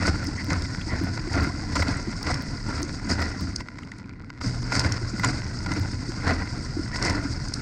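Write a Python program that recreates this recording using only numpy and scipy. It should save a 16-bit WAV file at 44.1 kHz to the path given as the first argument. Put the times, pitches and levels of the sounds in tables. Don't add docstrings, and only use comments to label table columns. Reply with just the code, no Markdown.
import sys
import numpy as np
from scipy import signal
from scipy.fft import rfft, irfft
from scipy.io import wavfile
from scipy.ndimage import uniform_filter1d

SR = 44100
rng = np.random.default_rng(int(sys.argv[2]) if len(sys.argv) > 2 else 0)


def output_pcm(signal):
    pcm = np.clip(np.atleast_2d(signal).T, -1, 1) * 32767
    wavfile.write(sys.argv[1], SR, np.round(pcm).astype(np.int16))


N = 335601


def from_db(db):
    return 10 ** (np.asarray(db) / 20)


def rms_one(x):
    return x / np.sqrt(np.mean(x ** 2) + 1e-20)


def in_time(rows):
    times, *columns = np.transpose(rows)
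    return [np.interp(np.arange(N) / SR, times, column) for column in columns]


def add(track, s, sound):
    at = max(0, round(s * SR))
    track[at:at + len(sound)] += sound[:N - at]


def drift(rate_hz):
    step = 40
    r = np.exp(-2 * np.pi * rate_hz * step / SR)
    noise = rng.standard_normal(N // step + 2002)
    slow = signal.lfilter([1], [1, -2 * r, r * r], noise)[2000:]
    return np.interp(np.arange(N) / step, np.arange(len(slow)), rms_one(slow))


def colour(x, spectrum):
    size = 8192
    hz, db = np.transpose(spectrum)
    grid = np.maximum(np.arange(size // 2 + 1) * SR / size, 1)
    gain = from_db(np.interp(np.log(grid), np.log(hz), db))
    cepstrum = irfft(np.log(gain))
    cepstrum[1:size // 2] *= 2
    cepstrum[size // 2 + 1:] = 0
    response = irfft(np.exp(rfft(cepstrum)))
    return signal.fftconvolve(x, response / np.linalg.norm(response))[:N]


def resonate(x, hz, width):
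    r = np.exp(-np.pi * width / SR)
    zeros = np.array([1, 0, -1]) * (1 - r * r) / 2
    poles = [1, -2 * r * np.cos(2 * np.pi * hz / SR), r * r]
    return signal.lfilter(zeros, poles, x + 1e-18)


def wandering(x, hz, width):
    pitch = hz * (1 + 0.023 * drift(8.5))
    turn = np.exp(2j * np.pi * np.cumsum(pitch) / SR)
    r = np.exp(-np.pi * width / SR)
    return 2 * np.real(turn * signal.lfilter([1 - r], [1, -r], x / turn))


# f/Hz, width/Hz, lift/dB
RESONANCES = [(1006, 73, 12), (1431, 128, 14.5), (2026, 148, 15)]


def crockery(x):
    return x + sum((from_db(db) - 1) * resonate(x, hz, width) for hz, width, db in RESONANCES)


def impacts(per_s, spread_db):
    sizes = from_db(spread_db * np.minimum(rng.exponential(1, N), 4.5))
    signed = sizes * rng.choice([-1, 1], N)
    return rms_one(signed * (rng.random(N) < per_s / SR))


def steadied(x, span):
    power = uniform_filter1d(x * x, max(2, int(span * SR)))
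    return x / np.sqrt(np.abs(power) + 1e-9)


SWELL_RISE = 0.0083


def bubble(hz, cycles):
    age = np.arange(0, 10, hz / cycles / SR)
    return np.sin(2 * np.pi * cycles * age * (1 + SWELL_RISE * age)) * age * np.exp(1 - age)


def bubbling(low_hz, high_hz, cycles, spread_db, count):
    out = np.zeros(N)
    for when, pitch, size in rng.random((count, 3)):
        hz = low_hz * (high_hz / low_hz) ** pitch
        add(out, when * (N - 1) / SR, from_db(spread_db * size ** 2) * bubble(hz, cycles))
    return rms_one(out)


SWEEP_ATTACK_S, SWEEP_RELEASE_S = 0.0097, 0.017
FAN_AHEAD_S, FAN_BEHIND_S = 0.054, 0.15


def sweep(t, dwell, release_s, fan_db):
    early, late = np.maximum(-t, 0), np.maximum(t - dwell, 0)
    core = np.clip(t / SWEEP_ATTACK_S, 0, 1) * np.exp(-np.minimum(late / release_s, 20))
    fan = from_db(fan_db) * np.exp(-early / FAN_AHEAD_S - late / FAN_BEHIND_S)
    return core ** 2 + fan ** 2


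PANEL_FAN_DB, DRUM_FAN_DB = -6.5, -6
MIST_FAN_DB = -13
PANEL_LAG_S, PANEL_RELEASE_S = 0.0015, 0.048
# t/s, dwell/s, panel boom level/dB, drumming level/dB, fine spray level/dB
SWEEPS = [(0.0, 0.04, -32, -34, -42), (0.049, 0.029, -23.5, -27.5, -33), (0.492, 0.07, -27, -34.5, -43.5),
          (.905, 0.086, -29, -38, -54), (1.034, 0.034, -30.5, -38, -63), (1.33, .12, -26, -31, -41.5),
          (1.753, 0.053, -25, -32, -34), (1.865, 0.047, -29.5, -31, -39.5), (2.261, 0.053, -29.5, -30, -35),
          (2.68, .13, -32.5, -37.5, -44), (3.084, 0.051, -28, -33, -33), (3.179, 0.077, -29.5, -33, -41),
          (3.39, 0.063, -29.5, -53, -43), (4.407, 0.061, -37.5, -42, -41), (4.719, 0.084, -30, -32, -33.5),
          (4.828, 0.037, -27, -30.5, -37.5), (5.234, 0.067, -30.5, -32.5, -34.5),
          (5.686, 0.11, -31, -36.5, -47), (6.26, 0.053, -25.5, -26.5, -40),
          (6.93, 0.042, -36.5, -42, -38.5), (7.016, 0.097, -29.5, -29.5, -35.5),
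          (7.125, 0.051, -28, -35, -50), (7.297, 0.029, -30, -56, -37.5)]


def sweep_powers():
    t = np.arange(0, N, 20) / SR
    boom = drum = spray = 0
    for s, dwell, boom_db, drum_db, spray_db in SWEEPS:
        on_panels = sweep(t - s - PANEL_LAG_S, dwell, PANEL_RELEASE_S, PANEL_FAN_DB)
        on_dishes = sweep(t - s, dwell, SWEEP_RELEASE_S, DRUM_FAN_DB)
        in_mist = sweep(t - s, dwell, SWEEP_RELEASE_S, MIST_FAN_DB)
        boom = boom + from_db(boom_db) ** 2 * on_panels
        drum = drum + from_db(drum_db) ** 2 * on_dishes
        spray = spray + from_db(spray_db) ** 2 * in_mist
    return in_time(np.transpose([t, boom, drum, spray]))


# f/Hz, relative level/dB (per Hz)
PANELS = [(20, -22), (35, -24), (55, -3.5), (80, 11), (105, 3), (145, -3), (190, -1), (225, -6.5),
          (285, 1.5), (350, -10), (450, -28.5), (900, -66)]


def panels(gush):
    thuds = impacts(per_s=700, spread_db=3.5) * from_db(4.0 * gush)
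    return steadied(colour(thuds, PANELS), span=0.071)


# f/Hz, relative level/dB (per Hz)
DRUM = [(250, -4.5), (420, 3.5), (700, 0.5), (850, -7), (1200, -7), (1750, -2.5), (2200, -11.5),
        (2550, -10), (3050, -21.5), (3700, -18), (4500, -7.5), (6000, -56), (9000, -34), (15000, -63)]


def drumming(gush):
    clumps = from_db(1.78 * gush)
    drops = colour(impacts(per_s=1200, spread_db=2.0) * clumps, DRUM)
    dishes = np.zeros(N)
    for hz, width, db in RESONANCES:
        lift = from_db(db + 1.63 * drift(5.4)) - 1
        dishes += lift * wandering(drops, hz, width)
    bubbles = clumps * bubbling(low_hz=640, high_hz=2182, cycles=4.06, spread_db=13, count=800)
    return steadied(rms_one(drops + dishes) + from_db(-9.0) * rms_one(bubbles), span=0.14)


# f/Hz, relative level/dB (per Hz)
SPRAY = [(2500, -24), (3500, -20), (4200, -5.5), (4750, 4.5), (5300, 3.5), (5950, -5.5), (6700, -5.5),
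         (7300, -11), (8300, -9.5), (9000, -20.5), (10300, -27.5), (12500, -39), (16000, -95)]


def fine_spray(gush):
    mist = impacts(per_s=5500, spread_db=2.0)
    pitches = np.geomspace(3000, 8800, num=28)
    pings = sum(resonate(impacts(per_s=15, spread_db=3.5), hz, hz / 28) for hz in pitches)
    flicker = from_db(0.95 * gush + 1.9 * drift(15))
    fizz = (mist + from_db(-10) * rms_one(pings)) * flicker
    return steadied(crockery(colour(fizz, SPRAY)), span=0.17)


# f/Hz, relative level/dB (per Hz)
TUB = [(18, -13.5), (35, 8), (53, -4), (76, 3.5), (110, 1), (150, -4.5), (225, -4.5), (295, -4), (350, -14),
       (450, -20.5), (900, -77)]


def tub(gush, rumble_db):
    thuds = rms_one(colour(impacts(per_s=700, spread_db=1.5) * from_db(0.98 * gush), TUB))
    glugs = bubbling(low_hz=88.7, high_hz=343, cycles=1.69, spread_db=11, count=110)
    boom = signal.sosfilt(signal.butter(1, 110, fs=SR, output="sos"), thuds)
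    light = np.clip((-36 - rumble_db) / 6, 0, 1)
    wash = thuds - light * boom + from_db(-6.5) * (1 - light) * glugs
    return from_db(rumble_db) * steadied(wash, span=0.27)


# t/s, level/dB, length/s
SLAPS = [(0.503, -31, 0.0045), (1.174, -35.5, 0.0045), (1.753, -30.5, 0.017), (1.821, -29.5, 0.0074),
         (2.265, -33, 0.0072), (3.217, -33, 0.01), (3.604, -36, 0.0055), (3.685, -33, 0.0014),
         (3.784, -41.5, 0.0065), (3.806, -53, 0.002), (4.093, -44, 0.0021), (4.301, -39, 0.0028),
         (4.391, -54, 0.0022), (4.41, -39, 0.0084), (4.719, -29, 0.0074), (5.195, -33.5, 0.0042),
         (5.232, -31, 0.02), (5.66, -33, 0.0047), (5.716, -31.5, 0.0047), (6.957, -35, 0.0049)]
# f/Hz, relative level/dB (per Hz)
CASE = [(150, -13), (500, 7), (1100, 7), (2200, 2), (3100, -5.5), (4000, -0.5), (5000, 7.5), (6000, -2),
        (8300, -9), (9500, -38.5), (12000, -26), (16000, -35)]


def slaps():
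    push, t = np.zeros(N), np.arange(SR // 8) / SR
    attack = np.minimum(t / .001, 1)
    for s, db, length in SLAPS:
        add(push, s, from_db(db) * attack * np.exp(-np.maximum(t - length, 0) / 0.00089))
    burst = steadied(impacts(per_s=16000, spread_db=4.0), span=0.0037)
    return crockery(colour(push * burst, CASE))


SPLAT_S = 0.0011
# t/s, level/dB
SPLATS = [(.07, -18), (0.27, -24.5), (.532, -25), (1.332, -22.5), (1.897, -33), (2.23, -24), (2.83, -21),
          (3.101, -24), (3.257, -35), (3.562, -16.5), (3.85, -48), (3.917, -38.5), (3.985, -37.5),
          (4.753, -20), (4.797, -21), (5.246, -30), (5.737, -27), (6.094, -33), (6.279, -30), (7.027, -18),
          (7.05, -20), (7.485, -26), (7.54, -15)]


def splats():
    push, t = np.zeros(N), np.arange(N) / SR
    for s, db in SPLATS:
        push += from_db(db) / (1 + ((t - s) / SPLAT_S) ** 2)
    burst = push * rng.standard_normal(N)
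    edge = signal.sosfilt(signal.butter(4, [6000, 8700], "band", fs=SR, output="sos"), burst)
    return from_db(-4.0) * colour(burst, SPRAY) + from_db(-1.0) * edge


DROP_SWELL_S = .0012
# t/s, peak level/dB, f/Hz
DROPS = [(0.621, -21.5, 5060), (0.813, -28, 2590), (0.815, -30, 3280), (1.756, -20, 6930),
         (1.882, -19, 4400), (1.969, -28, 7740), (2.342, -16, 5180), (3.833, -30, 2030), (3.918, -26, 1920),
         (4.794, -10.5, 5100), (4.921, -14.5, 5300), (5.242, -12.5, 990), (5.246, -10.5, 6900),
         (6.306, -14.5, 1400), (7.097, -14.5, 5070)]


def fat_drops():
    out = np.zeros(N)
    for s, db, hz in DROPS:
        ring = bubble(hz, hz * DROP_SWELL_S)
        noise = rms_one(resonate(rng.standard_normal(len(ring)), hz, hz / 2))
        splash = noise * np.abs(signal.hilbert(ring))
        add(out, s, from_db(db - 6.0) * (ring + splash / 2))
    return signal.sosfilt(signal.butter(4, 9000, fs=SR, output="sos"), out)


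SNAP_DB = -23
SNAPS = [0.2435, 0.445, 1.038, 1.4335, 1.8301, 2.2292, 2.4228, 2.821, 3.217, 3.41, 5.196, 5.797]


def snaps():
    clicks = np.zeros(N)
    for s in SNAPS:
        add(clicks, s, from_db([SNAP_DB]))
    bright = signal.sosfilt(signal.butter(1, 2500, "high", fs=SR, output="sos"), clicks)
    return bright + from_db(4.5) * colour(clicks, CASE)


# t/s, peak level/dB (nominal), f/Hz
THUDS_AND_GULPS = [(1.012, -19.5, 305), (1.366, -20.5, 286), (1.884, -19.5, 253), (4.85, -24, 258),
                   (5.261, -21.5, 113.7), (5.799, -22, 94), (6.319, -21, 241), (6.768, -20, 298),
                   (6.792, -20.5, 296), (7.25, -21.5, 266)]


def thuds_and_gulps():
    out = np.zeros(N)
    for s, db, hz in THUDS_AND_GULPS:
        add(out, s, from_db(db) * bubble(hz, cycles=1.26))
    return out


# t/s, length/s, level/dB, f/Hz
GURGLES = [(.37, 0.056, -35, 1960), (0.884, 0.058, -37.5, 1950), (6.922, 0.037, -34.5, 1920),
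           (7.555, 0.059, -43, 1440)]


def gurgles():
    out = np.zeros(N)
    for s, length, db, hz in GURGLES:
        jet = rng.standard_normal(SR // 8)[:int(length * SR)]
        ring = resonate(resonate(jet, hz, hz / 6), hz, hz / 6)
        add(out, s, from_db(db) * rms_one(ring) * signal.windows.tukey(len(ring)))
    return out


SPRAY_DB = -44.5
SPATTER_PER_S, SPATTER_DB, SPATTER_FOLLOWS = 42, -51.5, 1


def spatter(spray_gain):
    swing_db = 20 * np.log10(spray_gain) - SPRAY_DB
    r = np.exp(-1 / (SPLAT_S * SR))
    hits = np.abs(impacts(per_s=SPATTER_PER_S, spread_db=3.5))
    spreading = signal.lfilter([1], [1, -r], hits + 1e-18)
    stray = crockery(colour(spreading * rng.standard_normal(N), CASE))
    return from_db(SPATTER_DB + SPATTER_FOLLOWS * swing_db) * rms_one(stray)


PUMP_HZ = 118.9
# t/s, level/dB
PUMP = [(3.5, -44), (3.7, -52), (4.4, -47), (4.5, -28), (5.3, -34.5), (6.2, -35.5), (7.6, -41.5)]


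def pump():
    level_db, = in_time(PUMP)
    turns = np.cumsum(PUMP_HZ * (1 + .028 * drift(4.51))) / SR
    return from_db(level_db + 2.0 * drift(20.0)) * np.sin(2 * np.pi * turns)


def dripping():
    patter = crockery(colour(impacts(per_s=200, spread_db=7.5), DRUM))
    ticks = crockery(colour(impacts(per_s=60, spread_db=2.5), CASE))
    plops = bubbling(low_hz=1200, high_hz=2400, cycles=2, spread_db=20, count=500)
    trickle = from_db(-65.5) * patter + from_db(-61.5) * ticks + from_db(-60.5) * plops
    return trickle * from_db(2 * drift(28))


RUMBLE_DB, RUMBLE_FOLLOWS = -32.5, 0.64
DRUM_DB, DRUM_FOLLOWS = -45.5, 0.52
SPRAY_FOLLOWS = 1.1
SLOSH_DB = -12
# t/s, level/dB
PRESSURE = [(0, 2), (3.4, 0), (3.61, -3.5), (3.63, -13), (3.98, -14.5), (4.1, -25.5), (4.401, -21),
            (4.409, 1.5), (7.6, 0.5)]


def scene():
    pressure_db, = in_time(PRESSURE)
    boom, drum, spray = sweep_powers()
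    gush = drift(30.0)
    rumble_db = RUMBLE_DB + RUMBLE_FOLLOWS * np.maximum(pressure_db, SLOSH_DB)
    boom_gain = np.sqrt(boom) * from_db(pressure_db)
    drum_gain = np.sqrt(from_db(DRUM_DB) ** 2 + drum) * from_db(DRUM_FOLLOWS * pressure_db)
    spray_gain = np.sqrt(from_db(SPRAY_DB) ** 2 + spray) * from_db(SPRAY_FOLLOWS * pressure_db)
    jets = boom_gain * panels(gush) + drum_gain * drumming(gush) + spray_gain * fine_spray(gush)
    water = jets + tub(gush, rumble_db)
    on_case = slaps() + splats() + fat_drops() + snaps() + spatter(spray_gain)
    around = thuds_and_gulps() + gurgles() + pump() + dripping()
    return (water + on_case + around)[None]


CUTOFF_HZ = 15900


def record(dry):
    return signal.sosfilt(signal.ellip(10, .1, 80, CUTOFF_HZ, fs=SR, output="sos"), dry)


dry = scene()
out = record(dry)
output_pcm(out)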